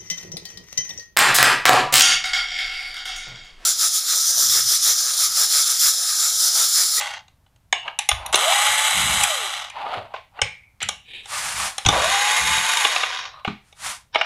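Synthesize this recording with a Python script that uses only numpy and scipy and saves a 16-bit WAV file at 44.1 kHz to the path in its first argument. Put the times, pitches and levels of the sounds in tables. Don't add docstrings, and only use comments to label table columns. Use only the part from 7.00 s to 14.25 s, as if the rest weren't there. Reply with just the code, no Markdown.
import sys
import numpy as np
from scipy import signal
from scipy.fft import rfft, irfft
from scipy.io import wavfile

SR = 44100
rng = np.random.default_rng(int(sys.argv[2]) if len(sys.argv) > 2 else 0)


def transcribe(signal):
    frames = np.atleast_2d(signal).T
    limited = np.clip(frames, -1, 1)
    pcm = np.round(limited * 32767).astype(np.int16)
    wavfile.write(sys.argv[1], SR, pcm)


N = 319725
TIME = np.arange(N) / SR

# trigger_s, bite_s, release_s, sag_under_load_hz, rattle_gain_db,
# extra_rattle_under_load_db, treble_at_full_speed_db, treble_per_halving_of_speed_in_coasting_db,
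# whine_gain_db, whine_change_in_coasting_db
RUNS = [(-1.3, -1.2, -.31, 300, -21, 0, 2, -7, -48, -8),
        (1.245, 1.328, 2.19, 270, -21.8, 7, -3.3, -3.7, -28.5, -4),
        (4.822, 4.85, 5.8, 330, -21.2, 2.5, -5.8, -7.5, -23, -18)]
# multiple_of_rotor_speed, relative_level_db; the third is the whine
PARTIALS_FIRST = [(2, -20), (3, -0.5), (4, -11), (6, -4.5), (7, -4), (7.5, -3.5)]
PARTIALS_SECOND = [(3, -2.5), (4, -11.5), (6, -42), (7, -10), (7.5, -4.5)]
# frequency_hz, relative_density_db_per_hz
RATTLE_FIRST = [(180, -46.5), (300, -30.5), (400, -33), (540, -10), (854, 1.5), (944, -1.5), (1690, -1),
                (2690, -1), (3330, 0), (5130, -11), (7280, -7.5), (10800, -13), (14400, -31), (15900, -62)]
RATTLE_SECOND = [(180, -39), (300, -25.5), (400, -22), (520, -12), (700, -2.5), (854, 0.5), (944, -2),
                 (2130, 0), (2690, -2), (3560, -0.5), (4880, -9), (6270, -8), (7910, -17), (10100, -17),
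                 (14100, -35.5), (15900, -51)]


def screwdriver():
    out = np.zeros(N)
    spectra = [RATTLE_FIRST, RATTLE_FIRST, RATTLE_SECOND]
    partial_sets = [PARTIALS_SECOND[:1], PARTIALS_FIRST, PARTIALS_SECOND]
    for run, spectrum, partials in zip(RUNS, spectra, partial_sets):
        trigger, bite, release, sag_hz, rattle_db, strain_db, treble_db, dull_db, whine_db, coast_db = run
        whine_hz, load = motor(trigger, release, sag_hz)
        turns = rotor(whine_hz)
        speed = whine_hz / FREE_HZ * (TIME > bite)
        coasting = np.clip((TIME - release) * 20, 0, 1)
        treble = treble_db - dull_db * np.log2(speed + 1e-3) * coasting
        rattle_gain = from_db(rattle_db + strain_db * load)
        whine_gain = from_db(whine_db + coast_db * coasting)
        out += rattle_gain * rattle(speed, load, treble, spectrum, turns)
        out += whine_gain * whine(whine_hz, partials, turns)
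    return out


FREE_HZ, SPIN_UP_HZ_PER_S, LOOSEN_S = 900, 2800, 0.28
COAST_S, DRY_FRICTION_HZ = 0.9, 1130


def motor(trigger, release, sag_hz):
    driven_s = np.clip(TIME, trigger, release) - trigger
    load = np.exp(-driven_s / LOOSEN_S)
    driven_hz = np.minimum(SPIN_UP_HZ_PER_S * driven_s, FREE_HZ - sag_hz * load)
    coast = np.exp(-np.maximum(TIME - release, 0) / COAST_S)
    whine_hz = np.maximum((driven_hz + DRY_FRICTION_HZ) * coast - DRY_FRICTION_HZ, 0)
    return whine_hz, load


def rotor(whine_hz, wobble=.003):
    return np.cumsum(whine_hz * (1 + wobble * drift(60))) / (3 * SR)


# whine_pitch_hz, gain_db
WHINE_RESPONSE = [(235, -45), (362, -22), (490, -7), (640, 0), (800, -1), (865, -1), (892, -9)]


def whine(whine_hz, partials, turns, flutter_db=3.0, backlash_turns=0.22, gear_rise=4.0):
    speed = whine_hz / FREE_HZ
    tones = np.zeros(N)
    for order, db in partials:
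        level = from_db(db + flutter_db * drift(35))
        slip = 0
        if order != 3:
            level = level * speed ** gear_rise
            slip = backlash_turns * drift(70)
        tones += level * np.sin(2 * np.pi * (order * turns + slip))
    radiation = from_db(np.interp(whine_hz, *np.transpose(WHINE_RESPONSE)))
    return np.sqrt(2) * radiation * (whine_hz > 0) * tones


def rattle(speed, load, treble_db, spectrum, turns, low_db=-8.5, loaded_low_db=9.0, slow_low_db=4.0,
           loaded_treble_db=-4.0, throb=0.17, force_rise=0.45):
    impacts = contacts(per_s=5000 * np.sqrt(speed), spread_db=2.0)
    impacts = impacts * (1 + throb * np.cos(2 * np.pi * turns)) * from_db(1.0 * drift(90))
    force = speed ** force_rise
    ringing = coloured(shell(impacts * force, share=0.56, t60=0.033), spectrum)
    low_level = low_db + loaded_low_db * load + slow_low_db * (1 - speed)
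    levels = [low_level, 0, treble_db + loaded_treble_db * load]
    balanced = sum(from_db(level) * rms_one(band) for level, band in zip(levels, three_bands(ringing)))
    return np.sqrt(np.mean(np.sqrt(speed) * force ** 2)) * balanced


# start_s, held_s, gain_db
SHAKES = [(1.31, .03, -44), (1.71, .02, -51), (1.99, .19, -32), (3.88, .02, -45), (4.57, .05, -43),
          (4.93, .04, -32), (5.05, .05, -42), (5.44, .15, -37)]
# frequency_hz, relative_level_db
RUMBLE = [(25, -29), (45, -10), (68, 5), (100, -12), (135, -6), (185, -6), (260, -19), (600, -34),
          (1500, -69)]


def bench_shaking():
    gain = strokes(SHAKES, attack_s=0.07, release_s=0.09)
    return friction(gain, RUMBLE, per_s=600, spread_db=0.5, judder_db=1.0, level_db=-1.0)


# start_s, level_db, contact_hardness_0_to_1, buzz_before_lift_db
KNOCKS = [(.011, -30, .7, -42), (.281, -55, .65, -72), (.463, -63, .45, -85), (.561, -65, .7, -88),
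          (.726, -15.3, .62, -35), (.879, -27.5, .4, -51), (.989, -20.5, .82, -34.5),
          (1.0891, -14.5, .85, -31), (1.114, -19, .52, -37), (1.262, -31, .95, -48), (1.327, -27, .85, -45),
          (1.343, -14, .64, -40), (1.356, -17, 1.0, -45), (1.522, -20, .5, -39.5), (2.236, -16.5, 1.0, -58),
          (2.699, -41, .75, -44), (2.863, -29, .1, -55), (3.139, -29, .15, -43), (3.162, -39, .35, -56),
          (3.390, -32, .25, -62), (3.416, -16.5, .71, -31), (3.804, -48, .65, -35.5),
          (3.817, -33, .55, -32), (3.827, -26, .85, -42), (3.888, -22, .8, -48), (4.257, -41, .7, -60),
          (4.781, -25.5, .8, -42), (4.85, -28, .6, -38.5), (4.862, -15, .68, -38), (4.887, -12, .64, -48),
          (5.771, -20, .68, -43), (5.849, -15.5, .45, -40), (5.961, -19.5, .55, -38.5),
          (6.034, -20, .45, -47), (6.448, -25.5, .3, -37), (6.477, -27, .36, -41), (6.726, -51, .6, -74),
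          (7.147, -24, .48, -48), (7.156, -15, .33, -36), (7.212, -17.3, .4, -42)]
# frequency_hz, relative_level_db
HOUSING = [(620, -8.5), (830, 2.5), (1150, 0), (1550, 0.5), (2200, 4), (2900, 8.5), (3500, 7.5),
           (3900, 11.5), (5500, -6.5), (6150, -13), (7300, -15), (9000, -10), (10600, -15.5)]
# frequency_hz, relative_density_db_per_hz
STEEL = [(500, -34), (1500, -9), (2000, 1), (2250, 2), (2550, 1.5), (2900, -1.5), (4000, -8.5), (5000, -16),
         (9000, -33.5), (15000, -50.5)]
SOFT_CONTACT_HZ, HARDNESS_OCTAVES = 1000, 4.0
HARD_LOW_DB, HARD_TREBLE_DB = -7.0, 1.0


def knocks(chatter_s=0.0017, chatter=0.4, housing_t60=0.011, buzz_t60=0.29, buzz_lift_db=4.5, low_cut_hz=520):
    out, t = np.zeros(N), np.arange(SR // 3) / SR
    level_window = .02 * SR
    modes = [(hz, db, housing_t60 * (hz / 3000) ** -.4) for hz, db in HOUSING]
    small_body = signal.butter(3, low_cut_hz, "high", fs=SR, output="sos")
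    for s, db, hardness, buzz_db in KNOCKS:
        force = chatter * rng.standard_normal(len(t)) * t / chatter_s * np.exp(-t / chatter_s)
        force[0] = 1
        ring = struck(modes, t[:len(t) // 10], detune=0.042, uneven_db=2.5)
        body = signal.fftconvolve(force, ring)[:len(t)]
        low, middle, treble = map(rms_one, three_bands(signal.sosfilt(small_body, body)))
        balanced = from_db(HARD_LOW_DB) * low + middle + from_db(HARD_TREBLE_DB) * treble
        contact_hz = min(SOFT_CONTACT_HZ * 2 ** (HARDNESS_OCTAVES * hardness), .45 * SR)
        body = signal.sosfilt(signal.butter(4, contact_hz, fs=SR, output="sos"), balanced)
        add(out, s, from_db(db) * body * np.sqrt(level_window / np.sum(body ** 2)))
        buzz_decay = from_db(buzz_db + buzz_lift_db - 60 * t / buzz_t60)
        add(out, s, buzz_decay * coloured(rng.standard_normal(len(t)), STEEL))
    return out


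# start_s, level_db, pitch_hz, t60_s
SINGS = [(0.731, -29, 2890, 0.55), (3.421, -29.5, 2264, 0.47), (3.635, -51, 2300, 0.2),
         (3.89, -36, 2880, 0.35), (6.2, -43, 5600, 0.35), (6.3, -51, 3950, 0.7)]


def singing(half_width_hz=130):
    out = np.zeros(N)
    for s, db, hz, t60 in SINGS:
        decay = from_db(db - 60 * np.abs(TIME - s) / t60)
        out += (TIME > s) * decay * narrow_noise(hz, half_width_hz)
    return out


# start_s, level_db, pitch_hz, t60_s
BUMPS = [(1.116, -28.5, 56, 0.36), (2.96, -39, 117.6, 0.28), (3.422, -32.5, 85, 0.23),
         (3.829, -42.5, 109.7, 0.29), (4.858, -17, 77, 0.14), (4.87, -25, 180, 0.25),
         (4.889, -19, 340, 0.06), (5.85, -36, 386, 0.067), (6.477, -25.5, 192, 0.18)]


def bumps():
    out, t = np.zeros(N), np.arange(SR // 2) / SR
    for s, db, hz, t60 in BUMPS:
        modes = [(hz * 2 ** octave, -9 * abs(octave), t60) for octave in np.linspace(-.5, 1, 6)]
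        add(out, s, from_db(db) * struck(modes, t, detune=0.025, uneven_db=2.0))
    return out


# start_s, held_s, gain_db, first_resonance_hz, last_resonance_hz
DRAGS = [(.866, .008, -34, 850, 845), (1.19, .12, -37, 830, 900), (2.77, .13, -30.5, 920, 790),
         (2.925, .05, -27.5, 790, 650), (3.03, .02, -41, 640, 640), (3.11, .01, -47, 810, 820),
         (3.375, .012, -40, 865, 840), (4.335, .02, -33, 1100, 1150), (4.6, .04, -31.5, 1200, 1170),
         (4.93, .055, -22, 700, 620), (6.34, .05, -45, 1075, 1150)]
# frequency_hz, relative_level_db
DRAG = [(200, -28), (400, -34), (600, 0.5), (1300, 0), (1600, -7), (3100, -7.5), (4500, -17), (5500, -31),
        (11000, -39), (15000, -52)]


def dragging(half_width_hz=110, groan_db=-1.5):
    gain = strokes(DRAGS, attack_s=0.04, release_s=0.08, curve=1.0)
    scrape = friction(gain, DRAG, per_s=2600, spread_db=0.5, judder_db=2.5, level_db=-3.0)
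    glide = []
    for s, held, _, first_hz, last_hz in DRAGS:
        glide += [(s, first_hz), (s + held, last_hz)]
    groan_hz = np.interp(TIME, *np.transpose(glide))
    return scrape + from_db(groan_db) * gain * narrow_noise(groan_hz, half_width_hz)


# start_s, held_s, gain_db
SLIDES = [(4.345, .17, -24.5), (4.58, .075, -22.5), (4.76, .08, -42), (6.68, .02, -58), (6.865, .02, -24.5)]
# frequency_hz, relative_level_db
SLIDE = [(40, -14.5), (70, -8), (200, -13), (400, -25), (650, -4), (1100, 2), (2000, 0.5), (4000, -3.5),
         (9700, -3), (14000, -23), (16000, -43)]


def glove_sliding():
    gain = strokes(SLIDES, attack_s=0.075, release_s=0.095)
    return friction(gain, SLIDE, per_s=13000, spread_db=2.0, judder_db=0.8, level_db=-2.5)


# start_s, held_s, gain_db
GRATES = [(4.14, .03, -34.5)]
# frequency_hz, relative_level_db
GRATE = [(500, -17), (1400, -26), (2300, -0.5), (3000, -2.5), (4000, -8), (5200, -36), (9500, -31),
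         (15000, -53)]


def bit_grating():
    gain = strokes(GRATES, attack_s=0.09, release_s=0.13)
    return friction(gain, GRATE, per_s=2000, spread_db=2.5, judder_db=2.5, level_db=-3.5)


# start_s, held_s, gain_db
LOOMS = [(6.15, .12, -41), (7.15, .1, -31.5)]
# frequency_hz, relative_level_db
LOOM = [(300, -33), (600, -1), (1100, 8.5), (3500, 3), (4800, -3), (5900, 1), (6800, -42), (12000, -50)]


def loom_rustling():
    gain = strokes(LOOMS, attack_s=0.018, release_s=0.1)
    return friction(gain, LOOM, per_s=1600, spread_db=3.5, judder_db=3.5, level_db=-2.0)


# frequency_hz, relative_level_db
ROOM = [(200, -7), (800, -3), (1500, -5.5), (2700, -5.5), (4500, -5), (7000, -9), (14000, -7.5)]


def workshop(x, t60, gap_s):
    t = np.arange(SR) / SR
    build_up = 1 - np.exp(-t / gap_s)
    tail = coloured(rng.standard_normal(SR), ROOM) * from_db(-60 * t / t60) * build_up
    return signal.fftconvolve(x, tail / np.sqrt(np.sum(tail ** 2)))[:N]


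# frequency_hz, relative_density_db_per_hz
FLOOR = [(25, -9), (60, -0.5), (120, -4.5), (380, -26.5), (800, -21.5), (2000, -30), (4200, -34),
         (13000, -36.5), (16000, -41)]


def background(level_db=-60.8):
    return from_db(level_db) * coloured(rng.standard_normal(N), FLOOR)


def friction(gain, spectrum, per_s, spread_db, judder_db, level_db):
    slips = contacts(per_s, spread_db) * from_db(judder_db * drift(70))
    return from_db(level_db) * gain * coloured(slips, spectrum)


def strokes(rows, attack_s, release_s, curve=1.4):
    t = TIME[::20]
    levels = []
    for s, held, db, *_ in rows:
        away = np.maximum((s - t) / attack_s, (t - s - held) / release_s).clip(0, 10)
        levels.append(db - 20 * away ** curve)
    return np.interp(TIME, t, from_db(np.max(levels, axis=0)))


def contacts(per_s, spread_db):
    sizes = from_db(spread_db * np.minimum(rng.exponential(1, N), 4)) * rng.choice([-1, 1], N)
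    return rms_one(sizes * (rng.random(N) < per_s / SR))


def struck(modes, t, detune, uneven_db):
    hz, db, t60 = np.transpose(modes)[:, :, None]
    shift, weight = rng.standard_normal((2, len(modes), 1))
    sign = rng.choice([-1, 1], (len(modes), 1))
    decay = from_db(db + uneven_db * weight - 60 * t / t60)
    return np.sum(sign * decay * np.sin(2 * np.pi * hz * (1 + detune * shift) * t), axis=0)


def shell(x, share, t60):
    t = np.arange(SR // 10) / SR
    response = rng.standard_normal(len(t)) * from_db(-60 * t / t60)
    return x + share * signal.fftconvolve(x, response / np.sqrt(np.sum(response ** 2)))[:N]


def narrow_noise(hz, half_width_hz):
    swing = np.exp(2j * np.pi * np.cumsum(hz * np.ones(N)) / SR)
    lowpass = signal.butter(2, half_width_hz, fs=SR, output="sos")
    ringing = signal.sosfilt(lowpass, rng.standard_normal(N) / swing)
    return rms_one(np.real(ringing * swing))


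def coloured(x, spectrum):
    hz, db = np.transpose(spectrum)
    log_hz = np.log(np.arange(len(x) // 2 + 1) * SR / len(x) + 1)
    gain = from_db(np.interp(log_hz, np.log(hz), db))
    return rms_one(irfft(rfft(x) * gain, len(x)))


LOW_EDGE_HZ, HIGH_EDGE_HZ = 1500, 6500


def three_bands(x):
    edges = [(LOW_EDGE_HZ, "low"), ([LOW_EDGE_HZ, HIGH_EDGE_HZ], "band"), (HIGH_EDGE_HZ, "high")]
    return [signal.sosfilt(signal.butter(7, hz, kind, fs=SR, output="sos"), x) for hz, kind in edges]


def drift(rate):
    knots = rng.standard_normal(8192)
    return rms_one(np.interp(TIME * rate, np.arange(len(knots)), knots))


def from_db(db):
    return 10 ** (np.asarray(db) / 20)


def rms_one(x):
    return x / np.sqrt(np.mean(x ** 2) + 1e-20)


def add(out, s, sound):
    at = max(round(s * SR), 0)
    out[at:at + len(sound)] += sound[:N - at]


def scene():
    hits = knocks() + bumps()
    rough = shell(bit_grating() + loom_rustling(), share=0.91, t60=0.027)
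    steady = screwdriver() + bench_shaking() + singing() + dragging() + glove_sliding() + rough
    reverberant = workshop(from_db(-11) * hits + from_db(-14) * steady, t60=0.28, gap_s=0.0027)
    mono = hits + steady + reverberant + background()
    return np.array([mono, mono])


def record(dry, stopband_hz=16300):
    rounded = 1.2 * np.tanh(dry / 1.2)
    return signal.sosfilt(signal.cheby2(14, 60, stopband_hz, fs=SR, output="sos"), rounded)


dry = scene()
out = record(dry)
transcribe(out)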